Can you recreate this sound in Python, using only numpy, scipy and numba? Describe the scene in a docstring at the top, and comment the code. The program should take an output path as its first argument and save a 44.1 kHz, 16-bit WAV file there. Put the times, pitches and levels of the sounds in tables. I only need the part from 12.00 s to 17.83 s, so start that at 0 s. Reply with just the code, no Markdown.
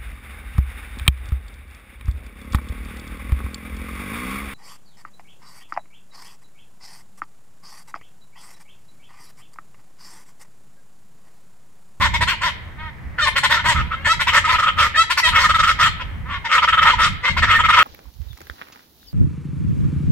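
"""A chachalaca's harsh rasp comes first, then its repeated four-syllable motif; a darker-voiced bird
answers with quickening stutters. Each rasp is an uneven train of syrinx pulses exciting the resonances
of throat, windpipe and beak; now and then a voice breaks into a clear, periodic squeal. Trunks and
leaves scatter the calls, the grove reverberates and murmurs, and a breeze buffets the microphone."""
import sys
import numpy as np
from scipy import signal
from scipy.fft import rfft, irfft, next_fast_len
from scipy.io import wavfile
from scipy.ndimage import uniform_filter1d
from numba import njit

SR = 44100
rng = np.random.default_rng(int(sys.argv[2]) if len(sys.argv) > 2 else 0)


def materialize(psi):
    """Save the field psi as 16-bit PCM at rate SR to the path in sys.argv[1].

    A 1-D psi becomes a single channel; in a 2-D psi each row is a channel.
    """
    bounded = np.clip(np.atleast_2d(psi).T, -1, 1)
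    quanta = np.round(bounded * 32767).astype(np.int16)
    wavfile.write(sys.argv[1], SR, quanta)


N = 257103

# clear notes: start t/s, end t/s, first f/Hz, middle f/Hz, last f/Hz, level/dB, throat f/Hz
SQUEALS = [(0.785, 0.898, 302, 316.7, 300.6, -34.5, 1359), (1.217, 1.256, 601, 610.4, 553, -16.5, 1329),
           (1.812, 1.939, 461, 494, 530, -42, 2530), (1.956, 2.055, 517, 545, 584, -38, 2870),
           (2.093, 2.128, 640, 655, 669, -12.5, 1217), (2.97, 3.028, 622, 656.6, 667.6, -11, 1250),
           (3.235, 3.273, 658, 643.4, 614, -12, 2110), (4.255, 4.328, 240.7, 269.5, 282, -37, 1190),
           (4.566, 4.598, 518, 496, 504, -22, 1008), (4.915, 4.947, 545.5, 503, 475, -18.5, 1000),
           (5.237, 5.319, 495.3, 523.6, 559, -21, 2053), (5.755, 5.791, 535, 503, 479, -15, 1020)]
# resonances of windpipe and beak: f/Hz, width/Hz, bright bird's level/dB, dark bird's level/dB
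TRACT = [(531, 148, -13.5, -10), (963, 135, -1, -1.5), (1397, 300, -2, 0.5), (1850, 337, 0, 0.5),
         (2100, 193, 1.5, 4), (2436, 810, -7.5, -5), (3165, 453, -1, -1), (3651, 554, -3, -10),
         (4196, 124, -2, -13), (4424, 390, -7.5, -16), (5230, 1930, -15, -22.5), (7320, 2130, -17.5, -27.5),
         (9240, 2600, -26, -39), (12310, 3200, -30.5, -42.5), (15050, 2500, -29.5, -45.5)]
BRIGHT, DARK = 2, 3  # each bird's column in TRACT


def bright_bird(single_treble_db=-9):
    """Nearly regular pulses give a pitched rasp, sung singly and in a four-syllable motif."""
    # syllables of the motif: offset t/s, length/s, accent/dB, throat f/Hz, throat level/dB
    motif = [(0, 0.033, 0, 1075, -10.5), (0.073, 0.031, 2, 1048, -5.5), (.136, 0.065, .5, 1096, -11.5),
             (0.279, 0.085, -1.5, 1025, -3)]
    # repeats of the motif: start t/s, time stretch, level/dB, treble level/dB
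    repeats = [(0.137, 0.997, -19.5, -8), (1.359, 1.028, -16, -7.5), (2.198, 0.99, -17.5, -9),
               (3.099, 1.02, -17.5, -6)]
    # single rasps: start t/s, end t/s, level/dB, throat f/Hz, throat level/dB
    singles = [(0.004, 0.072, -17, 1060, -3), (1.185, 1.232, -24, 1420, 2.5),
               (1.256, 1.292, -17.5, 1065, -1.5), (2.046, 2.102, -18.5, 1743, 1.5),
               (2.128, 2.146, -22.5, 1007, -8), (2.945, 2.975, -26.5, 1756, 8),
               (3.03, 3.046, -28.5, 982, -3.5), (3.79, 3.88, -20.5, 1005, -11),
               (4.622, 4.652, -30, 1007, 8.5), (4.845, 4.9, -20, 960, 0), (5.545, 5.58, -22, 1845, 10),
               (5.688, 5.715, -20, 1016, -1)]
    syllables = []
    for start, stretch, db, treble_db in repeats:
        for offset, length, accent_db, throat_hz, throat_db in motif:
            onset = start + stretch * offset
            syllables.append((onset, onset + length, db + accent_db, throat_hz, throat_db, treble_db))
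    syllables += [(*row, single_treble_db) for row in singles]
    voice = rasps(syllables, BRIGHT, pulse_hz=303.3, jitter=.028, breath=.23, throat_width_hz=92,
                  sag=.055, attack_s=.005, release_s=.0095, shine=.19, ring_db=0, body_db=-.26)
    dip_db = np.zeros(N)
    for start, end, *_ in SQUEALS:  # the rasp gives way while the voice breaks into a squeal
        at, _, pressure = effort(start, end, attack_s=.0032, release_s=.004)
        dip_db[at] -= 9 * pressure
    return voice * undb(dip_db)


def dark_bird(throat_hz=1291, stutter_s=.028, quicken=.93, hold_s=.072, pause_s=.074, single_treble_db=-9):
    """Strong jitter makes a harsher voice; the intervals of its stutter shrink geometrically."""
    # phrases: opening t/s, stutter start t/s, first interval/s, stutter end t/s, level/dB,
    # swell per syllable/dB, throat level/dB, treble level/dB
    phrases = [(2.333, 2.442, .0505, 2.705, -24, 0.6, 4.5, -6),
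               (3.337, 3.438, .053, 3.72, -19.5, -0.07, 4.5, -4),
               (4.513, 4.566, .057, 4.915, -18, 0.43, 1.5, -8),
               (5.479, 5.533, .054, 5.83, -19, 1.12, 1, -9)]
    # stray rasps: start t/s, end t/s, level/dB, throat f/Hz, throat level/dB
    singles = [(1.558, 1.61, -23.5, 1397, -3.5), (1.748, 1.818, -25, 1310, 1),
               (1.912, 1.952, -29.5, 1305, 5.5), (3.997, 4.028, -29.5, 1007, -2.5),
               (4.29, 4.382, -29, 1137, -2.5), (4.446, 4.475, -24, 920, -4.5), (5.24, 5.3, -20, 1210, -8),
               (5.368, 5.4, -18, 1096, -15), (5.423, 5.456, -17.5, 1810, 4.5),
               (5.423, 5.445, -25.5, 1277, 7)]
    opening_s, closing_s = .056, .092
    openings, syllables = [], []
    for opening, start, interval, end, db, swell_db, throat_db, treble_db in phrases:
        openings.append((opening, opening + opening_s, -15, throat_hz, -2.5, single_treble_db))
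        while end - start > hold_s:
            syllables.append((start, start + stutter_s, db, throat_hz, throat_db, treble_db))
            start, interval, db = start + interval, interval * quicken, db + swell_db
        syllables.append((start, end, db, throat_hz, throat_db, treble_db))  # the last one is held
        closing = end + pause_s
        if closing < N / SR:
            syllables.append((closing, closing + closing_s, -19, throat_hz, 2, -3.5))
    syllables += [(*row, single_treble_db) for row in singles]
    harsh = dict(bird=DARK, pulse_hz=319.4, jitter=.09, breath=.41, throat_width_hz=85,
                 sag=.045, release_s=.0083, shine=.49, ring_db=.45, body_db=-.68)
    return rasps(syllables, attack_s=.0065, **harsh) + rasps(openings, attack_s=.02, **harsh)


def rasps(syllables, bird, pulse_hz, jitter, breath, throat_width_hz, sag, attack_s, release_s,
          shine, ring_db, body_db, split_hz=2800):
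    """Source and filter: pitch and resonances arch and sag as the air pressure rises and gives out."""
    out = np.zeros(N)
    for start, end, db, throat_hz, throat_db, treble_db in syllables:
        length = (end - start) / .06  # relative to a 60 ms syllable
        # short syllables start abruptly; long ones go on swelling and fade more slowly
        at, progress, pressure = effort(start, end, attack_s * length ** .5, release_s * length ** .5)
        hump = 1 - (2 * progress - 1) ** 2
        pressure *= undb(.65 * length * (hump - 1))
        arch = 1 + sag * (hump - progress / 2 - .45)
        wander = np.exp(.07 * rng.standard_normal() + .04 * walk(len(at), rate=60))
        source = syrinx(pulse_hz * arch ** 2 * wander, jitter, breath)
        # a forceful syllable has sharper slaps and so a brighter top
        tilt_db = shine * (db + treble_db + 28)
        voiced = windpipe_and_beak(source, bird, arch, tilt_db, split_hz) * pressure
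        body = shape(voiced, lambda f: 1 / np.sqrt(1 + (f / split_hz) ** 20))
        treble = (voiced - body) * (2 + hump)
        # the throat rings most purely in short, low syllables
        width_hz = throat_width_hz * (throat_hz / 1000) ** 2 * length ** .29
        throat = resonance(source, throat_hz * arch ** .55, width_hz)
        # it pulls the membranes along and so holds its own swing fairly steady
        swing = np.abs(signal.hilbert(throat)) + np.std(throat) / 2
        throat = throat / swing * pressure
        voice = level(body, body_db) + level(throat, throat_db + ring_db) + level(treble, treble_db)
        out[at] += undb(db) * voice * np.sqrt((end - start) * SR / len(at))
    return out


def effort(start, end, attack_s, release_s, margin_s=.03):
    """Driving pressure of one syllable, returned after its sample positions and progress from 0 to 1."""
    at = np.arange(max(int((start - margin_s) * SR), 0), min(int((end + 2 * margin_s) * SR), N))
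    t = at / SR
    progress = np.clip((t - start) / max(end - start, attack_s), 0, 1)
    pressure = (1 + np.tanh((t - start) / attack_s)) * (1 + np.tanh((end - t) / release_s)) / 4
    return at, progress, pressure


def syrinx(hz, jitter, breath, shimmer_db=2.5):
    """Jitter and shimmer: the membranes slap unevenly, and air hisses through after each slap."""
    timing, strength = rng.standard_normal((2, 128))
    cycles = np.cumsum(hz) / SR
    slaps = np.cumsum(np.exp(jitter * timing)) - 2
    latest = np.clip(np.searchsorted(slaps, cycles) - 1, 0, len(slaps) - 1)
    size = undb(shimmer_db * strength)[latest]
    pulses = np.diff(latest, prepend=latest[0]) * size
    hiss = size * np.exp(-np.abs(cycles - slaps[latest]) / .7) * rng.standard_normal(len(hz))
    return level(pulses, 0) + breath * level(hiss, 0)


def windpipe_and_beak(source, bird, bend, tilt_db, split_hz, flutter_db=3):
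    """Parallel formants bend together and flutter in strength, tilted per octave above the split."""
    out = 0
    for k, row in enumerate(TRACT):
        hz, width_hz = row[:2]
        octaves = max(np.log2(hz / split_hz), 0)
        db = row[bird] + tilt_db * octaves + flutter_db * walk(len(source), rate=45.9)
        out += (-1) ** k * undb(db) * resonance(source, hz * bend, width_hz)
    return out


def resonance(x, hz, width_hz):
    """Two resonators in cascade make one peak with steep skirts."""
    return bandpass(bandpass(x, hz, float(width_hz)), hz, float(width_hz))


@njit
def bandpass(x, hz, width_hz):
    """A damped second-order resonator whose centre moves from sample to sample."""
    y, band_state, low_state = np.empty(len(x)), 0., 0.
    for i in range(len(x)):
        g, damping = np.tan(np.pi * hz[i] / SR), width_hz / hz[i]
        band = (band_state + g * (x[i] - low_state)) / (1 + g * (g + damping))
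        band_state = 2 * band - band_state
        low_state += 2 * g * band
        y[i] = damping * band
    return y


def squeals(throat_db=12, throat_width_hz=140, hoarse_db=-24):
    """Periodic oscillation: the membranes swing evenly and the throat lifts the nearest harmonic."""
    out = np.zeros(N)
    order = np.arange(1, 24)[:, None]
    for start, end, first, middle, last, db, throat_hz in SQUEALS:
        at, progress, pressure = effort(start, end, attack_s=.0094, release_s=.0035)
        glide = np.polyval(np.polyfit([0, .5, 1], [first, middle, last], 2), progress)
        partials = order * glide * (1 + .0082 * walk(len(at), rate=500))
        lift = 1 + undb(throat_db) / (1 + (2 * (partials - throat_hz) / throat_width_hz) ** 2)
        cutoff_hz = 7000 * undb((db + 16) / 2)  # soft notes are duller than loud ones
        rolloff = 1 / np.hypot(1, (partials / cutoff_hz) ** 3)
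        flutter = undb(2 * np.array([walk(len(at), rate=79) for _ in order]))
        phase = 2 * np.pi * (np.cumsum(partials, axis=1) / SR + rng.random(order.shape))
        tone = (tract_gain(partials, BRIGHT) * lift * rolloff * flutter * np.sin(phase)).sum(0)
        hoarse = shape(rng.standard_normal(len(at)), lambda f: tract_gain(f, DARK))
        out[at] += (level(tone, db) + level(hoarse, db + hoarse_db)) * pressure
    return out


def tract_gain(hz, bird):
    """Frequency response of windpipe and beak: the formants add in power, with deep valleys between."""
    peaks = [undb(row[bird]) / (1 + (2 * (hz - row[0]) / row[1]) ** 2) for row in TRACT]
    return np.sqrt(sum(peak ** 2 for peak in peaks))


def leaf_scatter(calls, crossover_hz=1650):
    """Scattering by trunks and leaves smears the treble in time, differently on each side."""
    burst = rng.standard_normal((2, SR)) * undb(-60 * np.arange(SR) / SR / .084)
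    # keeping only the phase leaves the colour nearly alone
    response = irfft(np.exp(1j * np.angle(rfft(burst))), SR)[:, :SR // 10]
    response /= np.sqrt((response ** 2).sum(1, keepdims=True))
    share = lambda f: .85 * f ** 3 / (f ** 3 + crossover_hz ** 3)
    direct = shape(calls, lambda f: np.sqrt(1 - share(f) ** 2))
    return direct + signal.fftconvolve(shape(calls, share)[None], response, axes=1)[:, :N]


def grove_reverberation(calls, gain_db=-15):
    """Reverberation: a diffuse tail decays exponentially, each band at its own rate."""
    # decay of the grove: f/Hz, T60/s, relative level/dB
    decay = [(300, 0.4, 10), (1000, 0.41, 5.5), (1350, 1, -4.5), (2140, 0.4, 12.5), (2950, 0.85, 1),
             (5700, 0.28, 10.5), (14900, 0.07, 23)]
    hz, t, cells = signal.stft(rng.standard_normal((2, SR)), SR, nperseg=256)
    fade = undb(along(hz, decay, column=2)[:, None] - 60 * t / along(hz, decay)[:, None])
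    tail = signal.istft(cells * fade, SR)[1][:, :SR] / np.sqrt(SR / 20)
    return undb(gain_db) * signal.fftconvolve(calls[None], tail, axes=1)[:, :N]


def microphone_ports(calls):
    """Level and phase differences between the two ports place the calls in the stereo image."""
    # left port relative to right: f/Hz, level/dB, phase lead/rad
    ports = [(500, 4, 0.41), (1430, -2.5, 0.59), (2490, 0.5, 1.25), (3870, 5.5, 2.06), (8000, -2.5, 1.85)]
    side = np.array([[.5], [-.5]])
    return shape(calls, lambda f: undb(side * along(f, ports)) * np.exp(1j * side * along(f, ports, 2)))


def breeze(gain_db=1.17, gust_db=2.07, lean_db=1):
    """Turbulence: eddies thump on the microphone ports as the gusts come and go."""
    # strength of the breeze: t/s, relative level/dB
    strength = [(0.0, -23), (0.08, -22), (0.39, -41), (1.38, -34.5), (1.85, -23), (1.91, -35.5),
                (2.84, -32.5), (3.21, -45.5), (3.26, -30), (4.35, -32.5), (4.43, -47.5), (5.07, -23.5),
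                (5.29, -45), (5.31, -28), (5.62, -27), (5.83, -37.5)]
    # spectrum of the buffeting: f/Hz, relative density/dB
    buffet = [(20, -6), (45, 1.5), (75, 6.5), (120, -2), (200, -8), (330, -26), (700, -57.5)]
    db = np.interp(np.arange(N) / SR, *np.transpose(strength)) + gain_db
    lean = lean_db * np.array([[-1], [1]])
    return stereo_noise(buffet, common=.86) * undb(db + gust_db * walk(N, rate=25) + lean)


def grove_murmur(db=-41):
    """Ambient noise: a quiet broadband floor whose level wavers slightly."""
    # spectrum of the quiet grove: f/Hz, relative density/dB
    murmur = [(100, 11), (400, -3.5), (700, -3.5), (1000, -1.5), (1500, -4), (2050, 2.5), (2700, -13.5),
              (4500, -24), (7000, -30), (15000, -33)]
    return stereo_noise(murmur, common=.75) * undb(db + walk(N, rate=6.7))


def stereo_noise(spectrum, common):
    """Partial coherence: coloured noise of unit rms with a part common to both sides."""
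    noise = rng.standard_normal((2, N)) + common * rng.standard_normal(N)
    return level(shape(noise, lambda f: undb(along(f, spectrum))), 0)


def undb(db):
    """Decibels to amplitude ratio."""
    return 10 ** (np.asarray(db) / 20)


def level(x, db):
    """Scale to an rms level."""
    return x * undb(db) / np.sqrt(np.mean(x ** 2) + 1e-18)


def along(hz, table, column=1):
    """Interpolate a column of a spectrum table on a log-frequency axis."""
    table = np.array(table, float)
    return np.interp(np.log(hz + 1), np.log(table[:, 0]), table[:, column])


def shape(x, gain):
    """Linear filtering: multiply the spectrum by a gain given as a function of frequency."""
    size = next_fast_len(x.shape[-1] + 2048)
    hz = np.arange(size // 2 + 1) * SR / size
    return irfft(rfft(x, size) * gain(hz), size)[..., :x.shape[-1]]


def walk(size, rate):
    """Smooth random modulation with a spread near 1, drawn `rate` times a second."""
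    step = max(int(SR / rate), 2)
    held = np.repeat(rng.standard_normal(size // step + 2), step)
    return np.sqrt(2) * uniform_filter1d(held, step)[:size]


def scene():
    """Superposition of both birds among the trees, the grove's murmur and the breeze."""
    calls = bright_bird() + dark_bird() + squeals()
    among_trees = leaf_scatter(calls) + grove_reverberation(calls)
    return microphone_ports(among_trees) + grove_murmur() + breeze()


def record(dry, top_hz=15800):
    """Soft saturation rounds the highest peaks and a steep low-pass cuts the top."""
    rounded = dry / (1 + dry ** 4) ** .25
    return signal.sosfilt(signal.ellip(10, .2, 80, top_hz, fs=SR, output="sos"), rounded)


dry = scene()
out = record(dry)
materialize(out)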